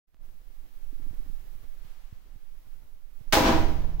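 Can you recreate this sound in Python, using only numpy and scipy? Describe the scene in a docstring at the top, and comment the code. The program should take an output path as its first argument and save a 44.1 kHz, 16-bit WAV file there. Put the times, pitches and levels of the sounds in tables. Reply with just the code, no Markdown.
"""A quiet workshop heard by two microphones in one hand-held housing, as filtered noise and struck resonators.
The sound fades in on hiss, finger clicks and the tremor and bumps of the hand, mostly in the right microphone;
a short run of ticks in the housing follows, then a soft rustle of cloth. A wire across two electrodes explodes:
an arc of one-sided pops, random sparks and roaring noise sets the room ringing. The startled hand shakes on,
a sub-bass pair beats, and three ember spits fall in the dying room sound."""
import sys
import numpy as np
from scipy import signal
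from scipy.fft import rfft, irfft
from scipy.io import wavfile
from scipy.ndimage import uniform_filter1d

SR = 44100
rng = np.random.default_rng(int(sys.argv[2]) if len(sys.argv) > 2 else 0)


def transcribe(u):
    """Save the signal u as a 16-bit wav file named by the first command-line argument.

    u: samples, shape (n,) or (channels, n), limited to [-1, 1]; the rate is SR.
    q: integer samples, one column per channel.
    """
    v = np.clip(np.atleast_2d(u).T, -1, 1)
    q = np.round(v * 32767).astype(np.int16)
    wavfile.write(sys.argv[1], SR, q)


N = 176400

# Loudest pressure pulses of the arc. Each row: start in seconds, peak in dB, left minus right in dB,
# decay constant in ms.
POPS = [(3.3258, -11, -3, .15), (3.329, -10, 0, .15), (3.3317, -8, 0, .2), (3.3327, -5, -1, .2),
        (3.3335, -10, 2, .15), (3.3365, -2, -2, .35), (3.3378, -8, 0, .4), (3.3438, -6, 7, .2),
        (3.3487, -12, 4, .2), (3.3535, -4, 2, .25), (3.3547, -10, -6, .3), (3.3655, -9, 2, .4),
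        (3.368, -10, 4, .3), (3.3727, -9, 3, .5)]
POP_RISE_S, POP_OVERSHOOT, POP_TOP_HZ = 2.5e-5, 0.6, 6500

# Noise of the burning arc. Each row: time in seconds, relative level at 1 kHz in dB, brightness in dB per octave.
ARC = [(3.321, -75, -8), (3.325, -25, 5.5), (3.333, -26, 3), (3.345, -32, -4), (3.37, -26.5, -0.5),
       (3.40, -34, -5.5), (3.45, -30, 0), (3.475, -26, 0), (3.50, -31, -6), (3.52, -46, -8)]
# Fixed colour of the arc noise. Each row: frequency in Hz, relative density in dB per Hz.
ARC_COLOUR = [(40, -31), (70, -12), (125, -18.5), (200, -10), (317, -3), (420, -6), (900, -4), (1200, -8.5),
              (2500, -11.5), (6000, -21), (9000, -33), (16500, -37)]
ARC_GAIN_DB = 11.5

# Crackle: births per second in each channel, relative level, mean size excess in dB, fall time constant.
SPARKS_PER_S, SPARK_DB, SPARK_SPREAD_DB, SPARK_FALL_S = 3300, -16, 3.7, 0.000078
SPARKS_RISE_S, SPARKS_T60_S = 0.0128, 0.22   # the crackle thins as the wire is consumed
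# Late spits of falling embers. Each row: start in seconds, strength before filtering in dB, centre in Hz.
EMBERS = [(3.847, -60, 6000), (3.914, -58, 3000), (3.945, -58, 15000)]

# First stage of the room's decay. Each row: frequency in Hz, 60 dB decay time in seconds.
ROOM_T60 = [(60, 1.02), (250, 0.66), (700, 0.68), (2000, 0.58), (5000, 0.57), (9000, 0.42), (12000, 0.53),
            (15000, 0.63)]
# Weaker second stage of the decay. Each row: frequency in Hz, power relative to the first stage in dB.
LATE = [(100, -11), (1000, -16), (5000, -15.5), (9000, -10.5), (15000, -9)]
LATE_LONGER = 2.09       # ratio of second to first decay time
ROOM_BUILDUP = 0.0036    # share of the arc's power stored by the room at each sample
# Correlation of the two channels. Each row: frequency in Hz, left-right likeness from -1 to 1.
LIKENESS = [(60, 0.58), (130, 1), (290, 0.68), (640, 0.074), (1400, 0.13), (3000, -0.0099), (6000, -0.041),
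            (9000, -0.1), (15000, -0.7)]
# Balance of the roar. Each row: frequency in Hz, left minus right in dB.
SIDES = [(60, 3), (380, 1), (2400, 1.5), (5000, -2), (9000, -0.5), (15000, -3)]

# Long resonances of room and bench. Each row: frequency in Hz, relative level in dB, 60 dB decay time in seconds.
RINGS = [(67.3, -25.5, 1.74), (89.3, -30, 1.2), (153.37, -33, 2.26), (240, -27.5, 0.31), (312, -25.5, 0.82),
         (324.7, -25, 0.63), (352, -38, .5), (512, -26.5, 0.3), (662, -31, 0.77), (800.5, -35.5, 0.71),
         (824.7, -25, 0.24), (962, -31.5, 0.71), (1004, -32, 0.61)]
# Pressure surges that strike them. Each row: time in seconds, relative strength in dB,
# brightness in dB per octave about 300 Hz.
SURGES = [(3.335, -8.5, 4), (3.37, -0.5, 1.5), (3.42, -10, -0.5), (3.465, -0.5, 0), (3.49, -7.5, 0.5)]
# Two close sub-bass resonances of the building, set going in opposition: their mean and difference in Hz.
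BOOM_S, BOOM_DB, BOOM_HZ, BOOM_BEAT_HZ, BOOM_T60_S = 3.41, -29.5, 26.75, 6.15, 5

# The startled hand jerks and shakes on.
FLINCH_S, FLINCH_DB, FLINCH_HZ, FLINCH_T60_S, FLINCH_RISE_S = 3.525, -12.5, 9.7, 3.24, 0.013
# Tremor of the holding hand. Each row: time in seconds, level in dB.
TREMOR = [(.13, -58), (.2, -36.5), (.7, -35.5), (1.15, -26), (1.7, -34), (2.2, -37.5), (2.7, -35.5),
          (3.1, -39.5), (3.3, -25), (3.45, -37), (3.6, -37), (4.0, -17)]
TREMOR_HZ, TREMOR_WIDTH_HZ, TREMOR_LEFT_DB = 10.5, 8.0, -24
# Fingers shifting on the housing: mean level, upper edge, share of the tremor level followed, depth of lumps.
RUB_DB, RUB_TOP_HZ, RUB_FOLLOWS, RUB_LUMPS_DB, RUB_LEFT_DB = -59, 83.4, 0.46, 4.5, -10
# Grip bumps. Each row: start in seconds, strength before damping in dB, pitch in Hz.
BUMPS = [(0.146, -48, 60.5), (1.02, -29, 55), (1.108, -26.5, 110), (1.275, -36, 69.6), (1.298, -29, 154),
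         (1.441, -41, 88), (1.552, -34, 60), (1.848, -34, 90), (2.125, -26, 87), (2.357, -34, 86),
         (2.788, -45, 54.7), (3.209, -29, 107)]
BUMP_CYCLES = 3          # cycles in a 60 dB decay
# Ticks inside the housing. Each row: start in seconds, strength before damping in dB.
TICKS = [(.927, -36), (0.996, -37.5), (1.063, -37), (1.131, -40), (1.198, -38), (1.261, -41),
         (1.327, -42.5), (1.393, -53)]
TICK_HZ, TICK_T60_S = 281, 0.034
HOUSING_LEFT_DB, HOUSING_TOP_HZ = -26, 380
# Finger clicks on the housing. Each row: start in seconds, strength before damping in dB.
CLICKS = [(0.1449, -34), (.169, -41), (0.289, -39)]
CLICK_HZ, CLICK_T60_S, CLICK_LEFT_DB = 660, 0.00063, -3

# Soft rustle of cloth as the arm moves. Each row: time in seconds, level in dB.
RUSTLE = [(0, -91), (.9, -82), (1.3, -78), (1.7, -77), (1.87, -63.5), (2.0, -66), (2.15, -68), (2.45, -76),
          (2.9, -82)]
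RUSTLE_LOW_HZ, RUSTLE_TOP_HZ, RUSTLE_PAN_DB = 350, 2400, 0.5
# Room air and microphone hiss. Each row: time in seconds, level above 1.5 kHz in dB, left minus right in dB.
AIR = [(.07, -87, 15), (.14, -83, -12), (.25, -72, 15), (.44, -69, -0.5), (.8, -66, 0), (1.28, -64, -1.5),
       (1.6, -65, -1.5), (1.87, -67, 1), (2.2, -72, 3), (2.7, -67.5, 0), (3.0, -71, 2), (3.2, -72, -15)]
# Spectrum of the hiss. Each row: frequency in Hz, relative density in dB per Hz.
HISS = [(30, -3), (45, -19.5), (98, -31), (409, -34), (2100, -41), (5000, -45.5), (8500, -49),
        (12000, -44.5), (16500, -47)]

OPEN_S, OPEN_FADE_S = 0.07, 0.017   # the sound fades in
# Microphone colour. Each row: centre in Hz, width in Hz, boost in dB.
MIC = [(8460, 3450, -1.5), (15500, 3500, 6.5)]
CEILING, CUTOFF_HZ = 1.5, 15800


def from_db(db):
    """Amplitude ratio is ten to the power of decibels over twenty."""
    return 10 ** (np.asarray(db) / 20)


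def rms_one(x):
    """Dividing by the root mean square gives unit mean power."""
    return x / np.sqrt(np.mean(x ** 2) + 1e-30)


def in_time(rows):
    """Linear interpolation turns each column of a time table into one value per sample."""
    s, *columns = np.transpose(rows)
    return [np.interp(np.arange(N) / SR, s, c) for c in columns]


def at_hz(points, hz):
    """Interpolation on a logarithmic frequency axis reads a spectrum table."""
    table_hz, values = np.transpose(points)
    return np.interp(np.log(hz), np.log(table_hz), values)


def pan(db):
    """A level difference is shared equally between left and right gains."""
    return from_db(np.array([db / 2, -db / 2]))


def band_pass(x, low_hz, high_hz, order=1):
    """Butterworth filtering passes one band of frequencies."""
    return signal.sosfilt(signal.butter(order, [low_hz, high_hz], "band", fs=SR, output="sos"), x)


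def low_pass(x, top_hz, order):
    """Butterworth filtering removes the high frequencies."""
    return signal.sosfilt(signal.butter(order, top_hz, fs=SR, output="sos"), x)


def bands(x):
    """Third-octave analysis; alternate bands draw on separate stereo signals so neighbours are unrelated."""
    edges = 32 * 2 ** np.arange(0, 9.2, 1 / 3)
    for k, (low, high) in enumerate(zip(edges, edges[1:])):
        yield np.sqrt(low * high), band_pass(x[k % 2], low, high, order=2)


def ring(s, sizes, hz, t60):
    """Impulse response of a damped resonator: each impulse at times s starts a dying sine."""
    impulses = np.full(N, 1e-18)   # a tiny floor avoids slow arithmetic
    impulses[(np.asarray(s) * SR).astype(int)] = sizes
    r = from_db(-60 / (t60 * SR))
    w = 2 * np.pi * hz / SR
    return signal.lfilter([0, np.sin(w)], [1, -2 * r * np.cos(w), r * r], impulses)


def peak(x, hz, width_hz, db):
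    """A second-order resonance in the response gives a bell-shaped boost or cut."""
    w, a = 2 * np.pi * hz / SR, from_db(db / 2)
    q = np.tan(np.pi * width_hz / SR)
    return signal.lfilter([1 + q * a, -2 * np.cos(w), 1 - q * a], [1 + q / a, -2 * np.cos(w), 1 - q / a], x)


def pops():
    """One-sided pressure pulses: sudden drop, exponential return, slight overshoot."""
    out, t = np.zeros((2, N)), np.arange(400) / SR
    for s, db, pan_db, ms in POPS:
        u, i = t / (ms / 1000), int(s * SR)
        drop = 1 - np.exp(-t / POP_RISE_S)
        pulse = low_pass(drop * (1 - POP_OVERSHOOT * u) * np.exp(-u), POP_TOP_HZ, 2)
        out[:, i:i + len(t)] -= from_db(db) * pan(pan_db)[:, None] * pulse / pulse.max()
    return out


def sparks():
    """Shot noise: random negative impulses, each with an exponential fall, under a dying envelope."""
    t = np.arange(N) / SR - ARC[0][0]
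    born = rng.random((2, N)) < SPARKS_PER_S / SR
    sizes = from_db(SPARK_SPREAD_DB * np.minimum(rng.exponential(1, (2, N)), 4))
    r = np.exp(-1 / (SPARK_FALL_S * SR))
    pulses = signal.lfilter([-1], [1, -r], born * sizes + 1e-18)
    crackle = signal.lfilter([1, -1], [1, -.97], pulses)   # removes the steady pressure
    rise = np.clip(t / SPARKS_RISE_S, 0, 1) ** 2
    return crackle * rise * from_db(SPARK_DB - 60 * np.maximum(t, 0) / SPARKS_T60_S)


def roar():
    """Reverberant energy balance: each band's power builds with the arc and dies in two exponential stages."""
    start = int(ARC[0][0] * SR)
    level_db, tilt = (c[start:] for c in in_time(ARC))
    burning = np.arange(start, N) < ARC[-1][0] * SR
    out = np.zeros((2, N))
    for hz, (mid, side) in bands(rng.standard_normal((2, 2, N - start))):
        band_db = level_db + tilt * np.log2(hz / 1000) + at_hz(ARC_COLOUR, hz)
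        power = burning * from_db(2 * band_db)
        r = from_db(-120 / (at_hz(ROOM_T60, hz) * SR))   # power decays at twice the dB of amplitude
        early = signal.lfilter([1], [1, -r], power)
        late = signal.lfilter([1], [1, -r ** (1 / LATE_LONGER)], power)
        held = power + ROOM_BUILDUP * (early + from_db(2 * at_hz(LATE, hz)) * late)
        alike = np.clip(at_hz(LIKENESS, hz), -1, 1)
        both = np.sqrt(1 + alike) * mid + np.sqrt(1 - alike) * side * [[1], [-1]]
        out[:, start:] += np.sqrt(held) * both * pan(at_hz(SIDES, hz))[:, None]
    return from_db(ARC_GAIN_DB) * out


def rings():
    """Modal excitation: each surge strikes every resonance with a slightly different strength."""
    s, db, tilt = np.transpose(SURGES)
    out = np.zeros(N)
    for hz, level_db, t60 in RINGS:
        strike_db = db + level_db + tilt * np.log2(hz / 300) + rng.normal(0, 1.0, len(s))
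        out += ring(s, -from_db(strike_db), hz, t60)
    return out


def boom():
    """Beating: two close modes started in opposite phase alternately cancel and reinforce."""
    return sum(ring([BOOM_S], side * from_db(BOOM_DB), BOOM_HZ + side * BOOM_BEAT_HZ / 2, BOOM_T60_S)
               for side in (-1, 1))


def embers():
    """Short noise bursts: band-passed noise under an exponential decay."""
    out = np.zeros((2, N))
    decay = np.exp(-np.arange(200) / 60)
    for s, db, hz in EMBERS:
        i = int(s * SR)
        noise = band_pass(rng.standard_normal((2, 200)), hz / 5.2, min(hz * 3.1, 19000))
        out[:, i:i + 200] += from_db(db) * decay * noise
    return out


def flinch():
    """Damped oscillation: a slow dying swing of the hand after the bang."""
    t = np.maximum(np.arange(N) / SR - FLINCH_S, 0)
    envelope = from_db(FLINCH_DB - 60 * t / FLINCH_T60_S) * (1 - np.exp(-t / FLINCH_RISE_S))
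    return np.sin(2 * np.pi * FLINCH_HZ * t) * envelope * from_db([[TREMOR_LEFT_DB], [0]])


def tremor(level_db):
    """Narrow-band random vibration: noise about the hand's shaking rate, strongest on the right."""
    noise = rng.standard_normal((2, N + SR))   # the first second lets the filter settle
    shake = band_pass(noise, TREMOR_HZ - TREMOR_WIDTH_HZ / 2, TREMOR_HZ + TREMOR_WIDTH_HZ / 2)[:, SR:]
    return rms_one(low_pass(shake, 28, 4)) * from_db(level_db) * from_db([[TREMOR_LEFT_DB], [0]])


def rub(tremor_db):
    """Friction noise: a low band whose level wanders in lumps and partly follows the tremor."""
    noise = rms_one(band_pass(rng.standard_normal((2, N + SR)), 35, RUB_TOP_HZ)[:, SR:])
    lumps = rms_one(low_pass(rng.standard_normal(N + SR), 8.0, 1)[SR:])
    lumps = uniform_filter1d(lumps, size=800)
    follow_db = RUB_FOLLOWS * np.minimum(tremor_db + 25.5, 8)
    return noise * from_db(RUB_DB + RUB_LUMPS_DB * lumps + follow_db) * from_db([[RUB_LEFT_DB], [0]])


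def knocks():
    """Struck damped resonators: grip bumps and housing ticks, dulled and strongest on the right."""
    bumps = sum(ring([s], from_db(db), hz, BUMP_CYCLES / hz) for s, db, hz in BUMPS)
    s, db = np.transpose(TICKS)
    ticks = -ring(s, from_db(db), TICK_HZ, TICK_T60_S)
    return low_pass(bumps + ticks, HOUSING_TOP_HZ, 4) * from_db([[HOUSING_LEFT_DB], [0]])


def hand():
    """Structure-borne sound: shake, rubbing and knocks reach mostly the right microphone."""
    level_db, = in_time(TREMOR)
    return tremor(level_db) + rub(level_db) + knocks()


def clicks():
    """Heavy damping: resonances that die within a cycle give tiny dry steps of pressure."""
    s, db = np.transpose(CLICKS)
    return ring(s, from_db(db), CLICK_HZ, CLICK_T60_S) * from_db([[CLICK_LEFT_DB], [0]])


def rustle():
    """Friction of cloth: dull band-passed noise, a little to the left."""
    level_db, = in_time(RUSTLE)
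    noise = band_pass(rng.standard_normal((2, N)), RUSTLE_LOW_HZ, RUSTLE_TOP_HZ)
    return rms_one(noise) * from_db(level_db) * pan(RUSTLE_PAN_DB)[:, None]


def air():
    """Uncorrelated noise: white noise shaped in the spectrum, independent in each microphone."""
    level_db, pan_db = in_time(AIR)
    noise = rng.standard_normal((2, N))
    hz = np.maximum(np.arange(N // 2 + 1) * SR / N, 1)
    shape = from_db(at_hz(HISS, hz))
    shape = shape / np.sqrt(2 * np.sum(shape[hz > 1500] ** 2) / N)   # unit rms above 1.5 kHz
    return irfft(rfft(noise) * shape, N) * from_db(level_db) * pan(pan_db)


def scene():
    """Superposition: the pressures of all sources add at the two microphones."""
    arc = pops() + sparks() + roar()
    response = rings() + boom() + embers()
    handling = flinch() + hand() + clicks()
    return arc + response + handling + rustle() + air()


def record(dry):
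    """Saturation and filtering: a fade-in, rounded peaks, coloured treble and a steep upper cutoff."""
    opened = np.clip((np.arange(N) / SR - OPEN_S) / OPEN_FADE_S, 0, 1)
    out = CEILING * np.tanh(dry * opened / CEILING)
    for hz, width_hz, db in MIC:
        out = peak(out, hz, width_hz, db)
    return signal.sosfilt(signal.ellip(10, .5, 55, CUTOFF_HZ, fs=SR, output="sos"), out)


dry = scene()
out = record(dry)
transcribe(out)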